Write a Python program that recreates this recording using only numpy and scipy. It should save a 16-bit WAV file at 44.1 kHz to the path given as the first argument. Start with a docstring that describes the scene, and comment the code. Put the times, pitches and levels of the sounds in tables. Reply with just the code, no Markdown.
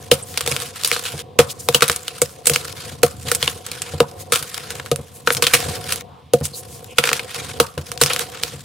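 """Blocks of dry chalk snap between two hands and the pieces crack in the fist, close to a two-port microphone.
Each break is a short avalanche of tiny random fractures, coloured by the damped resonance of the piece.
Between breaks, banded grains grind and trickle as crumbs, and soft noise swishes are dusty rubs.
Below lies a powdered, hollow work surface: damped modes knock and thud, filtered grains murmur in its colours.
Behind are a short near scatter, a warm room tail and faint hiss; the loudest snaps overload the microphone."""
import sys
import numpy as np
from scipy import signal
from scipy.fft import rfft, irfft
from scipy.io import wavfile
from scipy.ndimage import uniform_filter1d

SR = 44100
rng = np.random.default_rng(int(sys.argv[2]) if len(sys.argv) > 2 else 0)


def persist_wave(psi):
    """Save psi, clipped to +-1, as 16-bit WAV."""
    counts = np.round(np.clip(psi, -1, 1) * 32767).astype(np.int16)
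    wavfile.write(sys.argv[1], SR, np.atleast_2d(counts).T)


N = 381024
SPAN, LEAD = 4096, 256   # samples in one break or filter response; samples of onset before a split
CUTOFF_HZ = 15700   # top of the crumb bands

# All levels in the tables are relative, before the gains of their layer.
# a whole block snaps between both hands:
# [t/s, level/dB, brightness/dB, f of the piece/Hz, nominal length/ms, knock on the surface/dB]
BLOCK_SNAPS = [(0.1147, -2.5, 2.5, 3020, 1.3, -2.5), (1.3895, -5, -3, 755, 2.7, 3.5),
               (2.2173, -10.5, 6, 7600, 1.7, -9.5), (3.0324, -9, 4.5, 1310, 2.05, -1.5),
               (4.0035, -14.5, -7.5, 955, 1.3, -1.5), (4.9149, -21.5, 0, 792, 2.2, -5),
               (6.3356, -18.5, 6, 810, 1.9, -1.5), (7.6007, -7.5, 0.5, 1090, 1.56, -4.5)]
# a piece gives way inside a fist: [t/s, level/dB, brightness/dB, f of the fragment/Hz, nominal length/ms]
FIST_CRACKS = [(0.375, -18.5, 3.5, 4600, 1.6), (0.4084, -24.5, 1, 1350, 0.58),
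               (0.463, -27.5, -5, 8300, 1.4), (0.4756, -20.5, 4, 786, 2.7), (0.5214, -25, -1, 2260, 2),
               (0.5648, -23.5, -5, 3160, 0.51), (0.6203, -30, 3, 1290, 1.9), (.8355, -26, 2, 4400, 0.86),
               (0.847, -14.5, 8.5, 4400, 5.1), (0.8752, -22, 8, 10900, 2.9), (0.9156, -16, -2, 2120, 0.5),
               (0.9263, -19, 0, 4200, 8.8), (0.9642, -27, -15, 1330, 0.57), (1.0523, -23, 0, 3020, 13),
               (1.1911, -29.5, 3, 3140, 12), (1.6874, -11.5, -2, 750, 0.87), (1.7462, -0.5, 2, 3240, 0.93),
               (1.808, -26, -1, 2190, 1.4), (1.822, -6, -3, 1230, 2.3), (1.8803, -21, 4, 12000, 1.2),
               (1.8979, -14, -1, 1560, 0.84), (1.9166, -25.5, 3, 7600, 1.7), (1.9618, -25, 6, 8700, 1.4),
               (2.081, -25, -0.5, 3580, 0.92), (2.4573, -24.5, 2, 7940, 2), (2.4701, -1.5, 9.5, 7940, 0.85),
               (2.4973, -8.5, 14, 1460, 0.73), (2.535, -18.5, 4, 5000, 11),
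               (2.5601, -12.5, 0.5, 2500, 0.33), (2.6515, -32.5, 1, 1400, 2.2),
               (3.316, -12, 6.5, 1390, 1.1), (3.349, -17.5, 8, 8000, 1.8), (3.427, -17.5, -3, 3370, 3.4),
               (3.4774, -17, -9, 3120, 1.4), (3.665, -30.5, 3, 7800, 1.5), (3.7162, -28.5, 2, 2330, 2),
               (3.8193, -24.5, 2, 8140, 1.6), (4.3216, -10.5, 4, 1320, 13.6),
               (4.3585, -18.5, 5, 2430, 0.64), (4.4265, -28.5, -2, 11600, 2.5),
               (4.544, -29.5, 5, 4700, 1.6), (4.7044, -28, 3, 1600, 4.8), (4.7981, -31.5, -15, 1770, 1.1),
               (4.861, -34, -2, 1500, 5), (4.96, -28, 3, 9500, 1.3), (5.2739, -13.5, -11, 1620, 2.1),
               (5.3047, -16, -17, 1820, 0.42), (5.324, -20.5, 11, 12000, 5.9),
               (5.3492, -26.5, -2, 9500, .8), (5.3685, -23, 0, 5500, 2.6), (5.4233, -11, 4, 1130, 2.9),
               (5.44, -18.5, -1, 3200, 4.8), (5.4677, -11.5, -1, 3320, 2), (5.5364, -4.5, 4, 2130, 4.5),
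               (5.9013, -25.5, 1, 1190, 8.5), (5.9229, -17.5, 8, 2820, 3.6), (5.9338, -33, 17, 3300, 1.3),
               (5.959, -30.5, 9, 11500, 1.7), (6.4536, -25, 8, 8200, 3.7), (6.984, -4, -3.5, 2270, 1.24),
               (7.0388, -17, -9, 2350, 1.8), (7.0536, -24, 1, 1600, 3.3), (7.074, -21.5, -4, 1700, 1.9),
               (7.0914, -19, -5, 2300, 0.35), (7.1158, -25, -15, 1290, 0.49), (7.1306, -15, 1.5, 2390, 1.1),
               (7.1671, -32, 5, 3000, 0.7), (7.1943, -25.5, -9, 2510, 1.8), (7.7782, -31, -6, 1130, 3.2),
               (7.9173, -27.5, 2.5, 1120, 2.8), (7.9765, -32, 4, 4550, 1.4), (8.0136, -6.5, 6, 1110, 3.2),
               (8.0363, -8.5, 7, 6100, 0.66), (8.061, -19.5, -1.5, 5630, 5.7),
               (8.1011, -20.5, -15, 3000, 10), (8.1338, -21, 6, 3800, 2.5), (8.1627, -23, -1, 1810, 0.4),
               (8.2092, -27, -2, 1300, 4.6), (8.4353, -17.5, 1.5, 4370, 0.49)]
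# spectrum of a break ahead of its own resonance and tilt: [f/Hz, level per Hz/dB]
CRACK_COLOUR = [(200, -13.5), (500, -8), (800, -6), (1250, 2), (1900, -3.5), (2800, 0.5), (4000, -2.5),
                (6300, -7.5), (9500, -5.5), (13000, -8), (16000, -9)]

# a fist closes on the pieces:
# [t/s, length/s, coarse grit level/dB, fine powder level/dB, level of debris landing on the surface/dB]
FIST_SQUEEZES = [(0.0, 0.0057, -37, -35.5, -60), (0.331, 0.19, -32.5, -36, -38.5),
                 (0.464, 0.18, -30, -30, -47), (0.729, .11, -32, -34.5, -52),
                 (0.853, 0.33, -32.5, -32, -44), (1.812, 0.12, -28, -27.5, -48),
                 (2.027, 0.13, -37.5, -40, -48), (2.498, 0.17, -33, -33.5, -43.5),
                 (2.74, 0.17, -33.5, -36.5, -42), (3.156, 0.097, -47, -42.5, -40),
                 (3.251, 0.084, -29, -31, -44), (3.395, 0.095, -27, -26.5, -42.5),
                 (3.628, 0.32, -33.5, -38, -55), (4.33, 0.14, -34.5, -34.5, -62),
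                 (4.482, 0.31, -34.5, -39, -51), (5.258, 0.055, -32, -28.5, -33),
                 (5.449, 0.29, -25, -27, -34), (5.813, 0.183, -33, -34, -45.5),
                 (7.014, .14, -22.5, -27.5, -38), (7.266, 0.25, -29.5, -35, -37.5),
                 (7.838, 0.019, -37, -40, -42), (8.067, 0.16, -26.5, -29, -50),
                 (8.315, 0.057, -32, -41.5, -41), (8.415, 0.081, -31, -33.5, -46.5)]
# crumbs of all sizes, from the coarsest to the finest: [f/Hz, level per Hz/dB]
CRUMB_COLOUR = [(850, -7), (1250, 0.5), (1900, -3), (2900, -1.5), (4200, -1), (6300, -3.5), (9500, -2.5),
                (13000, -8), (15500, -12)]
# the sound of chalk and reflections is cut to near silence twice, and returns just before a snap:
# [from t/s, to t/s]
SOUND_CUTS = [(1.222, 1.384), (6.024, 6.331)]
# dusty fingers and faces of chalk slide over one another:
# [t/s, length/s, f of the swish/Hz, width/octaves, level/dB]
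DUSTY_RUBS = [(.219, 0.024, 8550, 0.2, -27.5), (.22, .18, 9000, 3.5, -36),
              (1.484, 0.034, 3800, 0.77, -29.5), (1.485, 0.053, 7400, 1.5, -27),
              (1.586, 0.036, 7600, 0.93, -30), (1.587, 0.12, 10000, 1.5, -38),
              (2.233, 0.15, 9000, 1.6, -44.5), (3.037, .06, 1190, 0.28, -37), (4.001, .06, 910, .45, -30),
              (4.178, 0.068, 8700, 3, -33), (5.116, 0.095, 10100, 0.82, -41),
              (6.016, 0.26, 930, 0.52, -46.5), (6.423, 0.06, 6900, 1.7, -24),
              (6.522, 0.055, 4330, 0.22, -34.5), (6.523, 0.11, 9100, 1.2, -30.5),
              (6.64, .2, 8200, 1.8, -40), (6.865, 0.097, 2700, 0.32, -43), (6.874, .08, 8100, 1.1, -50),
              (7.597, .08, 1090, 0.47, -31), (7.61, 0.039, 9000, .8, -45)]

# modes of the hollow work surface: [f/Hz, level/dB, t60/s]
SURFACE_MODES = [(87, -29.5, 0.16), (141.2, -17.5, 0.13), (218.6, -19, 0.087), (323, -15.5, 0.05),
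                 (432.5, 1, 0.017), (477.5, 0, 0.057), (539, -24, 0.16), (714, -18, 0.084),
                 (880, -30, 0.0047), (1240, -13.5, 0.027)]
# lumps landing and hands bumping: [t/s, level/dB]
SOFT_THUDS = [(0.514, -22), (1.139, -24), (1.896, -21.5), (2.511, -20), (2.917, -32), (3.267, -27.5),
              (3.43, -26.5), (3.937, -20), (4.413, -33), (4.989, -24.5), (5.68, -21.5), (6.41, -18.5),
              (7.11, -33), (7.776, -19), (8.03, -21), (8.536, -29)]
# the surface's murmur while the chalk is handled: [t/s, low rumble level/dB, boxy ring level/dB]
SURFACE_MURMUR = [(0, -44.5, -40), (.8, -48.5, -43.5), (1.3, -47.5, -42.5), (1.48, -42.5, -40.5),
                  (2.05, -48.5, -43.5), (2.45, -50.5, -42.5), (3.22, -39.5, -44), (3.65, -46.5, -43),
                  (4.3, -45, -38), (4.5, -49.5, -44.5), (4.75, -44.5, -37.5), (5.08, -48.5, -47),
                  (5.9, -41.5, -36), (6.28, -52.5, -55), (6.55, -45, -41.5), (7.4, -49.5, -42.5),
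                  (7.75, -47, -51.5), (8.1, -43, -31.5), (8.39, -48, -40.5), (8.64, -44, -55)]
# low rumble of the surface: [f/Hz, level per Hz/dB]
RUMBLE_COLOUR = [(25, -39.5), (48, -29), (70, -5.5), (88, 3), (112, -0.5), (142, 0.5), (175, -6), (250, -9),
                 (400, -25.5), (900, -60)]
# boxy ring of the surface: [f/Hz, level per Hz/dB]
BOX_COLOUR = [(200, -15.5), (330, -5), (420, -1.5), (480, 9), (555, -1.5), (630, -11.5), (730, 7),
              (820, -13), (1050, -6), (1500, -40)]

# still air of the room and microphone hiss: [f/Hz, level per Hz/dB]
FLOOR_COLOUR = [(300, -13.5), (1100, -0.5), (1450, -13), (3500, -6.5), (7000, -23.5), (15000, -27)]
# difference between the two microphone ports: [f/Hz, side against mid level/dB]
PORT_WIDTH = [(40, 4.5), (80, -15.5), (300, -5.5), (480, -9.5), (750, -0.5), (1300, -3), (2300, -18.5),
              (4400, -4), (8000, -7.5), (11000, -1.5), (15000, 4)]

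# a crack jolts the surface through the hand: the larger (lower) and duller the fragment, the harder
KICK_DB, KICK_DB_PER_OCTAVE, KICK_PER_BRIGHTNESS = -7.5, 4.5, 0.29
FRAGMENT_HZ = 2560   # a fragment of middling size
# a squeeze builds, eases as the pieces crumble, and lets go
GRIP_S, SAG_DB_PER_S, RELEASE_DB_PER_S = 0.029, 10, 156
# crumbs shed by a break, relative to its own level; a snap sheds more powder than grit
SNAP_GRIT_DB, SNAP_POWDER_DB = -24.5, -22
SHED_GRIT_DB, SHED_POWDER_DB, SHED_DB_PER_S = -30, -31.5, 183.5
# a piece in the fist starts to crumble just before it gives way
STRAIN_S, STRAIN_DB_PER_S = 0.025, 454
# dusty hands are never quite silent, but go stiller just before a break that follows a gap this long
IDLE_GRIT_DB, IDLE_POWDER_DB = -51, -47.5
BRACE_S, BRACE_DB, FRESH_GAP_S = 0.072, -8.5, 0.17
DUST_HISS = .3   # smooth hiss against the grinding grains
FALL_S = 0.08   # from the hands down to the surface
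FLOOR_DB = -55.5


def cracks(breaks, gain_db=4.0):
    """Every snap and crack in the hands; a level is the energy spread over ten milliseconds, before the gain."""
    out = np.zeros((2, N))
    for s, db, bright_db, hz, length_ms, _ in breaks:
        add(out, s - LEAD / SR, from_db(db + gain_db) * fracture(bright_db, hz, length_ms))
    return out


def fracture(bright_db, hz, length_ms, fragment_db=7.5, octaves=0.29, front=1.43, grain_db=5.5,
             per_s=12000, stretch=0.95, tail=0.57, rise=0.022, lag_s=0.000522,
             onset_db=-19, onset_s=0.0011, bounce=0.18, bounce_s=0.00083):
    """A faint, fast-rising noise onset, a split and an avalanche of smaller ones, coloured by the fragment."""
    t = (np.arange(SPAN) - LEAD) / SR
    before, after = np.minimum(t, 0), np.maximum(t, 0)
    fade_s = max(length_ms, .2) * stretch / 1000
    onset = from_db(onset_db) * np.exp(before / onset_s) * (t < 0)
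    avalanche = np.exp(-(after / fade_s) ** tail) * (1 - np.exp(-after / (rise * fade_s)))
    burst = unit(grains(SPAN, per_s, grain_db) * (onset + avalanche))

    # the shorter the break, the more of it is one clean split
    split = front / max(length_ms, .4)
    burst[0, LEAD + 1] += split
    burst[1, LEAD:LEAD + 3] += split * np.array([-1, 0, 1]) * rng.choice([-1, 1]) / np.sqrt(2)

    # the palm throws the sound back a moment later
    delay = int(bounce_s * SR * rng.uniform(.5, 2))
    burst = burst + bounce * np.roll(burst, delay, axis=-1)

    tilt = np.clip(np.log2(freqs(SPAN) / 3500), -1.4, 1.4) / 2.4
    colour = at_hz(CRACK_COLOUR, freqs(SPAN))
    colour = colour + (bright_db + 3.0) * tilt + fragment_db * hump(hz, octaves)
    return two_ports(burst, colour, lag_s) * np.sqrt(SR / 100)


def crumbs(coarse_db, fine_db, level_db=0.0, per_s=5000, grain_db=4.0, clump_db=4.5, clump_per_s=150,
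           chips_per_s=110, chip_db=6.5, chips=0.78, patch_db=2.5, patch_per_s=70, fine_hz=5000, count=18):
    """Powder grinds in clumps while larger chips tick; each size of crumb has its band and comes and goes."""
    clumps = from_db(clump_db * wobble(N, SR / clump_per_s))
    ticks = chips * unit(grains(N, chips_per_s, chip_db) * clumps)
    grinds = []
    for _ in range(2):
        grit = unit(grains(N, per_s, grain_db) * clumps)
        hiss = unit(rng.standard_normal((2, N)))
        grinds.append(unit(grit + DUST_HISS * hiss))

    edges, out = np.geomspace(750, CUTOFF_HZ, count + 1), 0
    for k, (low, high) in enumerate(zip(edges, edges[1:])):
        hz = np.sqrt(low * high)
        band = signal.butter(2, [low, high], "band", fs=SR, output="sos")
        # neighbouring bands take turns between the two grinds
        mid, side = signal.sosfilt(band, grinds[k % 2] + ticks)
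        fineness = 1 / (1 + (fine_hz / hz) ** 4)
        db = coarse_db + fineness * (fine_db - coarse_db) + at_hz(CRUMB_COLOUR, hz)
        db = db + patch_db * wobble(N, SR / patch_per_s)
        width = from_db(at_hz(PORT_WIDTH, hz))
        ports = np.array([mid + width * side, mid - width * side]) / np.sqrt(1 + width ** 2)
        out = out + from_db(db) * ports
    return from_db(level_db) * 2 * np.sqrt(N) * out


def crumbling():
    """Coarse grit, fine powder and falling debris in dB: squeezes, what breaks shed, and idle dust."""
    power = np.zeros((3, N))
    for s, length, *levels_db in FIST_SQUEEZES:
        power += from_db(levels_db)[:, None] ** 2 * grip(s, length) ** 2

    t = np.arange(SR // 2) / SR
    settling = from_db(-SHED_DB_PER_S * t)
    since_break = t - STRAIN_S
    straining = from_db(np.minimum(STRAIN_DB_PER_S * since_break, -SHED_DB_PER_S * since_break))
    for s, db, *_ in BLOCK_SNAPS:
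        shed = from_db([[db + SNAP_GRIT_DB], [db + SNAP_POWDER_DB]])
        add(power[:2], s, (shed * settling) ** 2)
    for s, db, *_ in FIST_CRACKS:
        shed = from_db([[db + SHED_GRIT_DB], [db + SHED_POWDER_DB]])
        add(power[:2], s - STRAIN_S, (shed * straining) ** 2)

    power[:2] += from_db(bracing() + [[IDLE_GRIT_DB], [IDLE_POWDER_DB]]) ** 2
    return 10 * np.log10(power + 1e-12)


def grip(s, length):
    """One squeeze as a gain: it builds up, sags while held and is released."""
    t = np.maximum(np.arange(N) / SR - s, 0)
    release_db = RELEASE_DB_PER_S * np.maximum(t - length, 0)
    return np.minimum(t / GRIP_S, 1) * from_db(-SAG_DB_PER_S * t - release_db)


def bracing():
    """A dip of the idle dust, in dB, while the hands brace for a fresh break."""
    times, t = np.sort([s for s, *_ in BLOCK_SNAPS + FIST_CRACKS]), np.arange(N) / SR
    fresh = times[np.diff(times, prepend=-1) > FRESH_GAP_S]
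    return BRACE_DB * sum(np.clip(1 + (t - s) / BRACE_S, 0, 1) * (t < s) for s in fresh)


def cuts(cut_db=-22):
    """A gain that drops within a few milliseconds for the length of each cut."""
    t = np.arange(N) / SR
    inside = sum(1.0 * ((t > start) & (t < end)) for start, end in SOUND_CUTS)
    return from_db(cut_db * uniform_filter1d(inside, size=128))


def rubs(skirt_db=36):
    """Each dusty slide is band-shaped noise, a soft swish that swells and fades."""
    out = np.zeros((2, N))
    for s, length, hz, octaves, db in DUSTY_RUBS:
        size = int(length * SR)
        swish = two_ports(rng.standard_normal((2, size)), skirt_db * np.log10(hump(hz, octaves)))
        add(out, s, from_db(db) * np.sqrt(size) * swish * np.hanning(size))
    return out


def knocks(breaks, knock_db=7.0, delay_s=0.0011, swell_s=0.0036, thud_db=5.5, thud_contact_s=0.013,
           thud_swell_s=0.002, pat_db=-17, pat_s=0.025, pat_hz=700):
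    """Breaks jolt the surface sharply; lumps land softly in the powder, with a dull pat."""
    out, t = np.zeros(N), np.arange(3 * SPAN) / SR
    for s, *_, db in breaks:
        jolt = surface_ring(0) * (1 - np.exp(-t / swell_s))
        add(out, s + delay_s, from_db(db + knock_db) * jolt)

    muffled = signal.butter(2, pat_hz, fs=SR, output="sos")
    for s, db in SOFT_THUDS:
        thud = surface_ring(thud_contact_s) * (1 - np.exp(-t / thud_swell_s))
        pat = unit(signal.sosfilt(muffled, rng.standard_normal(len(t))))
        pat = pat * np.sqrt(len(t)) * np.exp(-t / pat_s)
        add(out, s, from_db(db + thud_db) * (thud / np.abs(thud).max() + from_db(pat_db) * pat))
    # a low cut removes deep bass from the knocks and thuds
    return signal.sosfilt(signal.butter(4, 66, "high", fs=SR, output="sos"), out)


def surface_ring(contact_s, vary_db=1.8):
    """Damped modes after one push: the longer the contact, the less the high modes ring."""
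    t = np.arange(3 * SPAN) / SR
    hz, db, t60 = np.transpose(SURFACE_MODES)[:, :, None]
    strength, shift = rng.standard_normal((2, len(SURFACE_MODES), 1))
    pitch = hz * (1 + .01 * shift)
    # every mode but the strongest varies in level
    level_db = db + vary_db * strength * (db < db.max())
    modes = from_db(level_db - 60 * t / t60) * np.sin(2 * np.pi * pitch * t)
    return (modes / (1 + (hz * contact_s) ** 2)).sum(axis=0)


def with_kick(rows):
    """Give each crack its knock on the surface, from its level, size and brightness."""
    kicked = []
    for s, db, bright_db, hz, length_ms in rows:
        size_db = KICK_DB_PER_OCTAVE * np.log2(hz / FRAGMENT_HZ)
        kick_db = db + KICK_DB - size_db - KICK_PER_BRIGHTNESS * bright_db
        kicked.append((s, db, bright_db, hz, length_ms, kick_db))
    return kicked


def patter(debris_db, rumble_db=2.5, box_db=-1.5, debris_low_db=-3, debris_ring_db=3, lumps_per_s=500,
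           lump_db=1.0, bits_per_s=250, bit_db=2.0, debris_per_s=90, debris_size_db=1.5):
    """The surface murmurs under the handling; debris of each squeeze lands on it in small separate knocks."""
    low_db, ring_db = in_time(SURFACE_MURMUR)
    landing = np.zeros(N)
    add(landing, FALL_S, from_db(debris_db))
    low_gain = np.hypot(from_db(low_db), from_db(debris_low_db) * landing)
    rumble = shower(grains(N, lumps_per_s, lump_db), RUMBLE_COLOUR) * low_gain
    box = shower(grains(N, bits_per_s, bit_db), BOX_COLOUR) * from_db(ring_db)
    debris = shower(grains(N, debris_per_s, debris_size_db), BOX_COLOUR)
    debris = debris * from_db(debris_ring_db) * landing
    return from_db(rumble_db) * rumble + from_db(box_db) * (box + debris)


def room(x, near_db=-15, near_t60_s=0.1, far_db=-16, far_t60_s=0.43, far_hz=1100):
    """Nearby blocks scatter a short bright tail; the room adds a longer, warm one."""
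    t = np.arange(SR // 2) / SR
    near, far = rng.standard_normal((2, 2, len(t))) * (1 - np.exp(-t / 0.0008))
    warm = signal.butter(2, [far_hz / 2, far_hz * np.sqrt(2)], "band", fs=SR, output="sos")
    near = from_db(near_db) * unit(near * from_db(-60 * t / near_t60_s))
    far = from_db(far_db) * signal.sosfilt(warm, unit(far * from_db(-60 * t / far_t60_s)))
    return through(x, near + far)


def floor():
    """Still air and microphone hiss: faint steady coloured noise under everything."""
    return from_db(FLOOR_DB) * shower(rng.standard_normal((2, N)), FLOOR_COLOUR)


def grains(size, per_s, spread_db):
    """Random clicks, many small and a few large, with random signs in mid and side."""
    sizes = from_db(spread_db * np.minimum(rng.exponential(1, size), 4.5))
    return sizes * (rng.random(size) < per_s / SR) * rng.choice([-1, 1], (2, size))


def shower(stream, colour):
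    """A stream of grains or noise heard in one colour; rms one."""
    return two_ports(stream, at_hz(colour, freqs(SPAN))) * np.sqrt(N)


def two_ports(pair, colour_db, lag_s=0.0):
    """Colour a mid and a side signal and turn them into left and right; unit energy."""
    width_db = at_hz(PORT_WIDTH, freqs(SPAN))
    mid_db = colour_db - 10 * np.log10(1 + from_db(width_db) ** 2)
    mid = through(pair[0], causal(mid_db, lag_s))[0]
    side = through(pair[1], causal(mid_db + width_db, lag_s))[0]
    return unit(np.array([mid + side, mid - side]))


def causal(db, lag_s=0.0, lag_hz=2200):
    """Minimum-phase impulse response of a dB curve; the lows may arrive up to lag_s after the highs."""
    cepstrum = irfft(np.log(from_db(db)))
    cepstrum[1:SPAN // 2] *= 2
    cepstrum[SPAN // 2 + 1:] = 0
    phase = 2 * np.pi * lag_s * lag_hz * np.arctan(freqs(SPAN) / lag_hz)
    return irfft(np.exp(rfft(cepstrum) - 1j * phase))


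def through(x, response):
    """Convolve, keeping the length."""
    return signal.fftconvolve(np.atleast_2d(x), np.atleast_2d(response), axes=-1)[:, :x.shape[-1]]


def hump(hz, octaves):
    """A broad resonance: one at its centre, falling off over the given width."""
    return 1 / (1 + (np.log2(freqs(SPAN) / hz) / octaves) ** 2)


def wobble(size, step):
    """Random level of spread about one, joined by lines between values every step (at least 8) samples."""
    knots = rng.standard_normal(size // 8 + 2)
    return np.interp(np.arange(size) / max(step, 8), np.arange(len(knots)), knots)


def at_hz(points, hz):
    """Read a colour on a log-frequency axis."""
    f, db = np.transpose(points)
    return np.interp(np.log(hz), np.log(f), db)


def freqs(size):
    """Frequencies in Hz of a spectrum of this many samples, never below 1."""
    return np.maximum(np.arange(size // 2 + 1) * SR / size, 1)


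def in_time(rows):
    """One curve per column, a value for each sample."""
    s, *columns = np.transpose(rows)
    return [np.interp(np.arange(N) / SR, s, c) for c in columns]


def add(out, s, sound):
    """Mix a sound in at time s."""
    i = max(int(round(s * SR)), 0)
    out[..., i:i + sound.shape[-1]] += sound[..., :N - i]


def unit(x):
    """Scale to an energy of one per channel, averaged over the channels."""
    return x / np.sqrt(np.mean(np.sum(x ** 2, axis=-1)) + 1e-20)


def from_db(db):
    """Decibels to gain."""
    return 10 ** (np.asarray(db) / 20)


def scene():
    """Chalk and surface, close to the microphone, in the room."""
    grit_db, powder_db, debris_db = crumbling()
    breaks = BLOCK_SNAPS + with_kick(FIST_CRACKS)
    chalk = cracks(breaks) + crumbs(grit_db, powder_db)
    surface = knocks(breaks) + patter(debris_db)
    reflections = room(chalk + from_db(-5.5) * surface)
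    return (chalk + reflections) * cuts() + rubs() + surface + floor()


def record(dry, top=0.94):
    """The microphone flattens the loudest peaks just below full scale; the top of the treble is cut."""
    clipped = dry / (1 + (dry / top) ** 8) ** (1 / 8)
    treble_cut = signal.cheby2(16, 70, CUTOFF_HZ + 900, fs=SR, output="sos")
    return signal.sosfilt(treble_cut, clipped)


dry = scene()
out = record(dry)
persist_wave(out)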